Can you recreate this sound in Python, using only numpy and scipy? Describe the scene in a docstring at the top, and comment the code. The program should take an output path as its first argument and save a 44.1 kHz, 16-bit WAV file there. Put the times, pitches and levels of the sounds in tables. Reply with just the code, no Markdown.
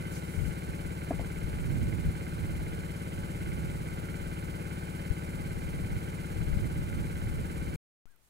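"""Out in the open, a small four-stroke engine chugs steadily as it pumps syrup through a hose into a beehive.
Its exhaust throbs as a sum of sine waves, its parts clack as struck resonances, and its air hisses as shaped noise.
A wooden hive box is knocked, a rubber glove brushes a sleeve, and wind noise buffets the two microphone ports.
The sound cuts off abruptly; after a gap, a cut with a low step on the left opens a very quiet field with light
rustles, ticks and one faint arching whistle, a sine wave whose pitch rises and falls."""
import sys
import numpy as np
from scipy import signal
from scipy.fft import rfft, irfft, next_fast_len
from scipy.io import wavfile
from scipy.ndimage import uniform_filter1d

SR = 44100
rng = np.random.default_rng(int(sys.argv[2]) if len(sys.argv) > 2 else 0)


def master(y):
    """Save y as 16-bit WAV."""
    cut = np.clip(np.atleast_2d(y).T, -1, 1)
    pcm = np.round(cut * 32767)  # scale
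    wavfile.write(sys.argv[1], SR, pcm.astype(np.int16))


N = 365588
TIME = np.arange(N) / SR
STOP_S, RESUME_S = 7.761, 8.056  # the hive stops, the field begins
PORT_LAG_S = .00049  # how much later sound from the right reaches the left port
STROKE_RISE_SHARE = 0.48  # part of a glove stroke's or rustle's length spent building up


def from_db(db):
    """Turn decibels into a gain."""
    return 10 ** (np.asarray(db) / 20)


def rms_one(x):
    """Scale to an average strength (rms) of 1."""
    return x / np.sqrt(np.mean(x ** 2) + 1e-20)


def read(rows, at):
    """Read the columns of a table, joined by straight lines."""
    where, *columns = np.transpose(rows)
    return np.array([np.interp(at, where, column) for column in columns])


def colour(x, spectrum):
    """Give sound a left and a right balance of low and high pitches, then scale the pair to rms 1."""
    hz, *sides = np.transpose(spectrum)
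    size = next_fast_len(N)
    log_hz = np.log(np.arange(size // 2 + 1) * SR / size + 1)
    # outside the table the level falls 30 dB for every factor e (2.72) in frequency
    above = np.maximum(log_hz - np.log(hz[-1]), 0)
    below = np.maximum(np.log(hz[0]) - log_hz, 0)
    sides_db = [np.interp(log_hz, np.log(hz), side) - 30 * (above + below) for side in sides]
    shaped = irfft(rfft(x, size) * from_db(sides_db), size)
    return rms_one(shaped[:, :N])


def from_right(x, lag_s=PORT_LAG_S):
    """Sound from the right reaches the left port later."""
    return np.array([np.interp(TIME - lag_s, TIME, x), x])


def clicks(times, gains):
    """Place blows one sample long at the given times."""
    out = np.full(N, 1e-18)
    places = np.round(np.asarray(times) * SR).astype(int)
    np.add.at(out, np.clip(places, 0, N - 1), gains)
    return out


def resonate(x, hz, width_hz):
    """Let a part favour one pitch, with gain 1 at the top of the resonance."""
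    r = np.exp(-np.pi * width_hz / SR)
    feedback = [1, -2 * r * np.cos(2 * np.pi * hz / SR), r * r]
    return signal.lfilter(np.array([1, 0, -1]) * (1 - r * r) / 2, feedback, x)


def ring(x, hz, t60):
    """A click sets off a sine wave that dies away by 60 dB in t60 seconds."""
    r = np.exp(-np.log(1000) / (t60 * SR))
    w = 2 * np.pi * hz / SR
    return signal.lfilter([0, np.sin(w)], [1, -2 * r * np.cos(w), r * r], x)


def crackle(blows, t60):
    """Each blow sets off a burst of noise that dies away by 60 dB in t60 seconds."""
    r = np.exp(-np.log(1000) / (t60 * SR))
    return signal.lfilter([1], [1, -r], np.abs(blows)) * rng.standard_normal(N)


def swell(peak_s, length_s, rise_share):
    """Rise smoothly to 1 and fall smoothly; the length runs between the points 4.3 dB below the peak."""
    side_s = length_s * np.where(TIME < peak_s, rise_share, 1 - rise_share)
    return np.exp(-.5 * np.minimum(((TIME - peak_s) / side_s) ** 2, 100))


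# colour of the still air: (frequency [Hz], relative left level [dB], relative right level [dB])
FIELD_COLOUR = [(30, 2, -9), (150, -9, -19), (500, -18, -19), (2010, -24, -20), (5030, -31, -29),
                (9000, -33, -27), (15000, -43, -27)]


def still_air(level_db=-69.5):
    """The quiet field is faint steady noise, separate on each side."""
    return from_db(level_db) * colour(rng.standard_normal((2, N)), FIELD_COLOUR)


def cut_step(step_db=-44.0, fade_s=0.053):
    """The cut into the field leaves a low step on the left, which sinks back to zero."""
    step = np.exp(-np.abs(TIME - RESUME_S) / fade_s)
    return -from_db(step_db) * step * np.array([[1], [0]])


# light rustles in the field: (time of the peak [s], length [s], level at the peak [dB])
RUSTLES = [(8.114, 0.02, -74), (8.255, .075, -73.5)]


def rustles(hz=8500, width_hz=7000):
    """Bright noise swells and fades in light rustles."""
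    strength = sum(from_db(db) * swell(s, length_s, STROKE_RISE_SHARE) for s, length_s, db in RUSTLES)
    return strength * rms_one(resonate(rng.standard_normal((2, N)), hz, width_hz))


def whistle(top_hz=1650, sag_hz=457, level_db=-69.5, top_change_db=-6):
    """One thin sine wave rises quickly, falls more slowly and fades; its level dips around the highest pitch."""
    start_s, top_s, end_s, attack_s, fade_s = 8.063, 8.107, 8.172, .005, .035
    along = np.interp(TIME, [start_s, top_s, end_s], [-1, 0, 1])
    arch = np.cos(np.pi / 2 * along)
    hz = top_hz - sag_hz * (1 - arch)
    rise = np.clip((TIME - start_s) / attack_s, 0, 1)
    fade = np.clip((end_s - TIME) / fade_s, 0, 1)
    tone = np.sin(2 * np.pi * np.cumsum(hz) / SR)
    return rise * fade * from_db(level_db + top_change_db * arch ** 2) * tone


def field():
    """All that is heard in the quiet field, apart from the ticks."""
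    return still_air() + cut_step() + rustles() + whistle()


# light ticks: (time [s], strength of the blow [dB], pitch [Hz])
TICKS = [(2.433, -43, 11000), (4.339, -48, 8520), (8.058, -54, 7200), (8.089, -62, 10000),
         (8.161, -54, 13000)]


def ticks(width_hz=4000):
    """Tiny dry ticks: very short bursts of noise, each around its own pitch."""
    return sum(resonate(crackle(clicks([s], from_db(db)), t60=0.0083), hz, width_hz) for s, db, hz in TICKS)


# the breeze on the two microphone ports: (time [s], left level [dB], right level [dB])
BREEZE = [(0.0, -49, -45), (0.3, -54, -51), (0.8, -56.5, -56), (1.4, -45.5, -43), (1.7, -40, -26.5),
          (2.0, -54, -30), (2.3, -45, -43.5), (2.7, -47, -35.5), (3.05, -48, -51), (3.6, -42, -32.5),
          (4.05, -45, -44), (4.55, -42, -51), (5.0, -57, -59), (5.45, -38, -39.5), (5.9, -41, -38.5),
          (6.2, -44, -45), (6.7, -42, -35.5), (7.74, -36, -39.5)]
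# short gusts that puff across the ports: (time of the peak [s], length [s], left level [dB], right level [dB])
GUSTS = [(0.412, 0.063, -26.5, -55), (0.47, 0.083, -28, -55), (0.704, 0.028, -58, -32),
         (0.883, 0.05, -34.5, -49), (1.196, 0.12, -32, -55), (1.5, 0.18, -35, -51), (1.837, 0.13, -30, -45),
         (2.08, 0.039, -24, -28.5), (2.464, 0.13, -53, -31.5), (2.598, 0.15, -35.5, -44),
         (3.196, 0.093, -52, -39), (3.49, 0.032, -51, -30.5), (4.223, .04, -37, -52),
         (5.69, 0.057, -42, -51), (5.772, 0.044, -46, -34.5), (5.845, 0.053, -33.5, -51),
         (5.95, 0.064, -36, -30.5), (6.42, 0.096, -29, -51), (6.538, 0.11, -28, -36),
         (6.654, 0.055, -48, -26.5), (6.8, 0.073, -30.5, -34), (6.997, 0.11, -41, -30.5),
         (7.276, 0.1, -31, -36), (7.394, 0.06, -48, -30.5)]


def wind_strength(rise_share=0.6):
    """The power of the gusts adds to that of the breeze at each port; gives dB."""
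    power = from_db(read(BREEZE, TIME)) ** 2
    for peak_s, length_s, left_db, right_db in GUSTS:
        gust = from_db([[left_db], [right_db]]) * swell(peak_s, length_s, rise_share)
        power = power + gust ** 2
    return 10 * np.log10(power)


# colour of the deep wind rumble: (frequency [Hz], relative left level [dB], relative right level [dB])
RUMBLE = [(12, -10, -22), (30.2, 3, -8.5), (62.6, 0.5, -2), (118, -17, -0.5), (184.5, -14, -10),
          (317, -25, -19.5), (600, -58, -55)]
# colour of the wind flutter: (frequency [Hz], relative left level [dB], relative right level [dB])
FLUTTER = [(50.3, -5, 0.5), (109, 8.5, 1.5), (188, 2, -2.5), (315, -36, -9), (610, -41, -25.5)]


def wind(flutter_db=-4.5, gust_db=-30, brightening=0.54, even_s=0.089):
    """Eddies hit each port on their own; stronger wind holds more flutter."""
    level_db = wind_strength()
    rumble = colour(rng.standard_normal((2, N)), RUMBLE)
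    flutter = colour(rng.standard_normal((2, N)), FLUTTER)
    # flutter_db holds at a wind level of gust_db
    eddies = rumble + from_db(flutter_db + brightening * (level_db - gust_db)) * flutter
    # even out the eddies, so that the wind level alone sets how hard they push
    eddies = eddies / np.sqrt(uniform_filter1d(eddies ** 2, int(even_s * SR)) + 1e-9)
    return from_db(level_db) * eddies


# single buffets on the left port: (time of the middle [s], peak level [dB], main frequency [Hz])
BUFFETS = [(.3795, -20, 85), (.3995, -21, 95), (.413, -22, 60), (1.4455, -25, 60), (5.111, -17, 55),
           (6.535, -21, 45), (6.5725, -16, 95)]


def buffets():
    """A lone eddy pushes, then sucks, at the left port."""
    out = np.zeros((2, N))
    for s, db, hz in BUFFETS:
        angle = 2 * np.pi * hz * (TIME - s)
        near = np.abs(angle) < 2 * np.pi
        out[0, near] -= from_db(db) * angle[near] * np.exp((1 - angle[near] ** 2) / 2)
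    return out


# rubber glove brushing the sleeve: (time of the peak [s], length [s], level at the peak [dB], pitch [Hz])
BRUSHES = [(0.125, 0.023, -52, 9500), (0.163, 0.044, -50.5, 6300), (.335, 0.17, -57.5, 8800),
           (0.477, 0.057, -57, 8000)]


def glove(width_hz=5500):
    """A rubber glove brushes the sleeve in strokes of noise; each has its own brightness."""
    out = 0
    for s, length_s, db, hz in BRUSHES:
        rub = rms_one(resonate(rng.standard_normal((2, N)), hz, width_hz))
        out = out + from_db(db) * swell(s, length_s, STROKE_RISE_SHARE) * rub
    return out


# knocks on the hive box: (start [s], strength of the push [dB], contact time [s])
KNOCKS = [(1.1072, -14, .0014), (1.1102, -14, .0014), (1.1952, -23, .0012), (1.2092, -25, .002),
          (1.2135, -25, .002)]
# ways the hive box rings: (pitch [Hz], relative level [dB], time to die away by 60 dB [s])
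BOX = [(262, -9, 0.031), (431, -14.5, 0.013), (582, -10, 0.019), (676, -9, 0.032), (790, -30, .02),
       (1700, 4, .014)]


def knocks(crack_db=-17, crack_hz=1500, crack_width_hz=750, crack_t60=0.017):
    """The hose fitting bumps the wooden hive box with a short crack; a longer contact gives a duller knock."""
    force = np.full(N, 1e-18)
    for s, db, contact_s in KNOCKS:
        push = np.sin(np.pi * np.clip((TIME - s) / contact_s, 0, 1)) ** 2
        force -= from_db(db) * push / push.sum()
    crack = resonate(crackle(force, crack_t60), crack_hz, crack_width_hz)
    out = from_db(crack_db) * resonate(crack, crack_hz, 2 * crack_width_hz)
    for hz, db, t60 in BOX:
        # the wall radiates by its speed, so a steady push makes no sound
        speed = np.gradient(ring(force, hz, t60)) * SR / (2 * np.pi * hz)
        out = out + from_db(db) * speed
    return out


# drags of the hose fitting over the wood: (start [s], level [dB], time to die away by 60 dB [s])
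DRAGS = [(1.114, -37, 0.1), (1.192, -45.5, 0.5)]


def scuff(slips_per_s=900, body_hz=300, board_hz=700, width_hz=260, board_db=-12.5, attack_s=.005):
    """The fitting drags over the wood in tiny random slips and comes to rest."""
    slips = (rng.random(N) < slips_per_s / SR) * rng.standard_normal(N) + 1e-18
    body, board = [resonate(resonate(slips, hz, width_hz), hz, 2 * width_hz) for hz in (body_hz, board_hz)]
    drag = 0
    for s, db, t60 in DRAGS:
        rise = np.clip((TIME - s) / attack_s, 0, 1)
        fade = np.exp(-np.log(1000) * np.abs(TIME - s) / t60)
        drag = drag + from_db(db) * rise * fade
    return drag * rms_one(body + from_db(board_db) * board)


# engine speed: (time [s], speed [cycles per s])
SPEED = [(0.0, 17.601), (0.6, 17.605), (1.2, 17.619), (1.8, 17.65), (2.4, 17.588), (3.0, 17.587),
         (3.6, 17.582), (4.2, 17.626), (4.7, 17.581), (5.2, 17.63), (5.8, 17.591), (6.4, 17.57),
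         (7.0, 17.538), (7.75, 17.492)]


def crank(wobble_s=.00016, cycles_per_wobble=6):
    """Count engine cycles; the crank drifts a hair ahead or behind over a few cycles."""
    speed = read(SPEED, TIME)[0]
    cycles = np.cumsum(speed) / SR
    early_s = wobble_s * np.interp(cycles / cycles_per_wobble, np.arange(200), rng.standard_normal(200))
    return cycles + early_s * speed


def engine_noise(alike, lag_s=PORT_LAG_S):
    """White noise, partly direct from the engine and partly scattered, different on each side."""
    direct = from_right(rng.standard_normal(N), lag_s)
    scattered = rng.standard_normal((2, N))
    return np.sqrt(alike) * direct + np.sqrt(1 - alike) * scattered


# course of one cycle: (share of the cycle [0-1], casing rattle [dB], air hiss [dB]), both relative
CYCLE = [(0, 6.5, -1.5), (.07, 10.5, -11.5), (.12, 6, -3.5), (.21, 6.5, -2.5), (.27, 9, -1.5),
         (.35, 10, -3), (.4, 7.5, -1.1), (.58, 4, -5.5), (.84, 7, -4.5), (.93, 4, -7.5), (1, 5.5, -4.5)]
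# colour of the broad mechanical rush: (frequency [Hz], relative left level [dB], relative right level [dB])
RUSH = [(40.2, 8.5, 3), (90.4, -1, -4.5), (251, -1, -2.5), (385, -7.5, -6.5), (550, -3, -5),
        (700, -12, -12), (860, -7, -5.5), (1030, -10, -9.5), (1550, -10.5, -11.5), (1910, -19, -16),
        (2370, -14.5, -10), (3010, -25, -20.5), (3570, -20.5, -26), (4850, -23.5, -25.5)]
# colour of the air hiss: (frequency [Hz], relative left level [dB], relative right level [dB])
HISS = [(2490, -12.5, -13.5), (3700, -10, -6), (4190, -3, 11), (4480, -1, -4), (4770, 4, -4.5),
        (5340, -3, 0), (6000, -0.5, 0), (7340, 5.5, 6), (7810, 2, 1.5), (8480, 7, 9), (9100, -1, 3),
        (9500, 7.5, 8), (9800, -5.5, 2), (10730, -10.5, 12), (11400, -8, 4.5), (12200, -5.5, 5.5),
        (14000, -3, -2), (15800, -10, -0.5)]


def air(cycles, rush_db=-49.5, hiss_db=-53.0):
    """Rush and hiss are noise that swells with the strokes of the engine."""
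    rattle_db, swell_db = read(CYCLE, cycles % 1)
    # the rush follows the rattle with half its swing in dB
    rush = from_db(rush_db + .5 * rattle_db) * colour(engine_noise(alike=0.82), RUSH)
    hiss = from_db(hiss_db + swell_db) * colour(engine_noise(alike=0.9, lag_s=0), HISS)
    return rush + hiss


# resonances of the engine casing: (pitch [Hz], width [Hz], relative level [dB])
CASING = [(1408, 9.3, 9), (1502, 29, 7.5), (1531, 26, 7), (1700, 63, -10.5), (2043, 9.7, 8),
          (2140, 120, -1), (2367, 53, -3), (2380, 120, -9.5), (2830, 70, -3.5), (3073, 60, 0),
          (4106, 53, -24.5)]


def clatter(cycles, jitter_s=.00006, uneven_db=2.5, rattle_db=-6, scatter_db=-6, level_db=-55.5, pan_db=2.0):
    """The valve, piston and pump contacts keep the casing ringing softly, over a finer rattle."""
    at, contact_db, _ = np.transpose(CONTACTS)
    due = np.arange(int(cycles[-1]))[:, None] + at
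    times = np.interp(due, cycles, TIME) + jitter_s * rng.standard_normal(due.shape)
    gains = from_db(contact_db + uneven_db * rng.standard_normal(due.shape))
    taps = rms_one(clicks(times.ravel(), gains.ravel()))
    rattle = from_db(read(CYCLE, cycles % 1)[0])
    drive = from_right(taps + from_db(rattle_db) * rattle * rng.standard_normal(N))
    drive = drive + from_db(scatter_db) * rattle * rng.standard_normal((2, N))
    casing = 0
    for k, (hz, width_hz, db) in enumerate(CASING):
        # every second resonance moves the opposite way
        casing = casing + (-1) ** k * from_db(db) * resonate(drive, hz, width_hz)
    return from_db(level_db + pan_db * np.array([[-1], [1]])) * rms_one(casing)


# valve, piston and pump contacts of one cycle:
# (share of the cycle [0-1], typical peak level before panning [dB], pitch of the struck part [Hz])
CONTACTS = [(.002, -52, 1578), (0.012, -52.5, 3020), (.025, -50.5, 804), (.06, -49, 1500),
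            (.115, -51, 2143), (.14, -53, 3170), (.165, -55, 2050), (.185, -53.5, 1448),
            (.229, -52.5, 2154), (.285, -56, 1477), (.415, -51, 2195), (.435, -51, 1360), (.655, -51, 1414),
            (0.691, -48.5, 664), (.755, -55, 1590), (.767, -47, 906), (.81, -47, 752), (.879, -49.5, 2215),
            (0.911, -59, 3050), (.924, -45, 1487), (.925, -59, 4080), (.938, -45.5, 2118), (.935, -49, 639)]


def contacts(cycles, jitter_s=.00004, uneven_db=1.8, pan_db=2.5, chatter_db=-25, width_hz=300):
    """Piston, valves and pump strike at set points of the cycle; a wider resonance gives a drier clack."""
    out = 0
    for at, db, hz in CONTACTS:
        late, strength = rng.standard_normal((2, int(cycles[-1])))
        times = np.interp(np.arange(len(late)) + at, cycles, TIME) + jitter_s * late
        taps = clicks(times, from_db(db + uneven_db * strength))
        taps = taps + from_db(chatter_db) * crackle(taps, t60=0.012)
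        out = out + resonate(resonate(taps, hz, width_hz), hz, width_hz)
    # the height a single click of 1 reaches after both resonances
    peak = 2 * np.pi * width_hz / (np.e * SR)
    return from_db(pan_db * np.array([[-1], [1]])) * from_right(out / peak)


# engine hum: (multiple of the cycle rate, left level [dB], right level [dB])
ORDERS_DB = [(2, -55.5, -68.5), (3, -62.5, -62), (4, -43.5, -48), (5, -52.5, -49), (6, -44, -48.5),
             (7, -52, -60.5), (8, -49.5, -52), (9, -42, -47), (10, -46.5, -48.5), (11, -47.5, -53.5),
             (12, -60.5, -64), (13, -56, -58.5), (14, -55, -55.5), (15, -57.5, -65), (16, -60, -74),
             (17, -56.5, -59), (18, -57.5, -56.5), (19, -52.5, -57.5), (20, -71, -72.5), (21, -53, -58.5),
             (22, -65.5, -83), (23, -64, -67), (24, -72.5, -71.5), (25, -61, -57.5), (26, -58.5, -59.5),
             (28, -65.5, -67), (30, -69, -66.5), (32, -63, -61), (34, -70, -77.5), (36, -66, -65.5),
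             (45, -67, -67), (46, -70.5, -66), (49, -67, -61)]
# suction and exhaust puffs of one cycle: (share of the cycle [0-1], relative level [dB])
PUFFS = [(.123, 0), (.505, -4.7), (.959, -4.8), (.998, -1)]


def exhaust(cycles, muffler_hz=157, muffler_q=5):
    """Puffs and muffler resonance set how the sine waves line up; the hum table sets their levels."""
    order, *sides_db = np.transpose(ORDERS_DB)
    order = np.round(order)
    at, puff_db = np.transpose(PUFFS)
    ratio = order * np.mean(np.array(SPEED)[:, 1]) / muffler_hz
    puffs = -np.exp(-2j * np.pi * np.outer(order, at)) @ from_db(puff_db)
    response = puffs / (1 - ratio ** 2 + 1j * ratio / muffler_q)
    # draw one cycle of the wave, then play it at the pace of the crank
    turn = np.linspace(0, 1, 2048)
    partials = np.sqrt(2) * np.cos(2 * np.pi * np.outer(order, turn) + np.angle(response)[:, None])
    left, right = from_db(sides_db) @ partials
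    late = np.interp(TIME - PORT_LAG_S, TIME, cycles)
    return np.array([np.interp(late % 1, turn, left), np.interp(cycles % 1, turn, right)])


def scene():
    """The pump at the hive, a silent gap, then the quiet field."""
    cycles = crank()
    engine = air(cycles) + clatter(cycles) + contacts(cycles) + exhaust(cycles)
    hive = wind() + buffets() + glove() + knocks() + scuff() + engine
    cut_off = np.clip((STOP_S - TIME) / .002, 0, 1)
    return hive * cut_off + field() * (TIME > RESUME_S) + ticks()


def record(dry, cutoff_hz=15750):
    """Cut the highest pitches steeply."""
    return signal.sosfilt(signal.ellip(12, .1, 90, cutoff_hz, fs=SR, output="sos"), dry)


dry = scene()
out = record(dry)
master(out)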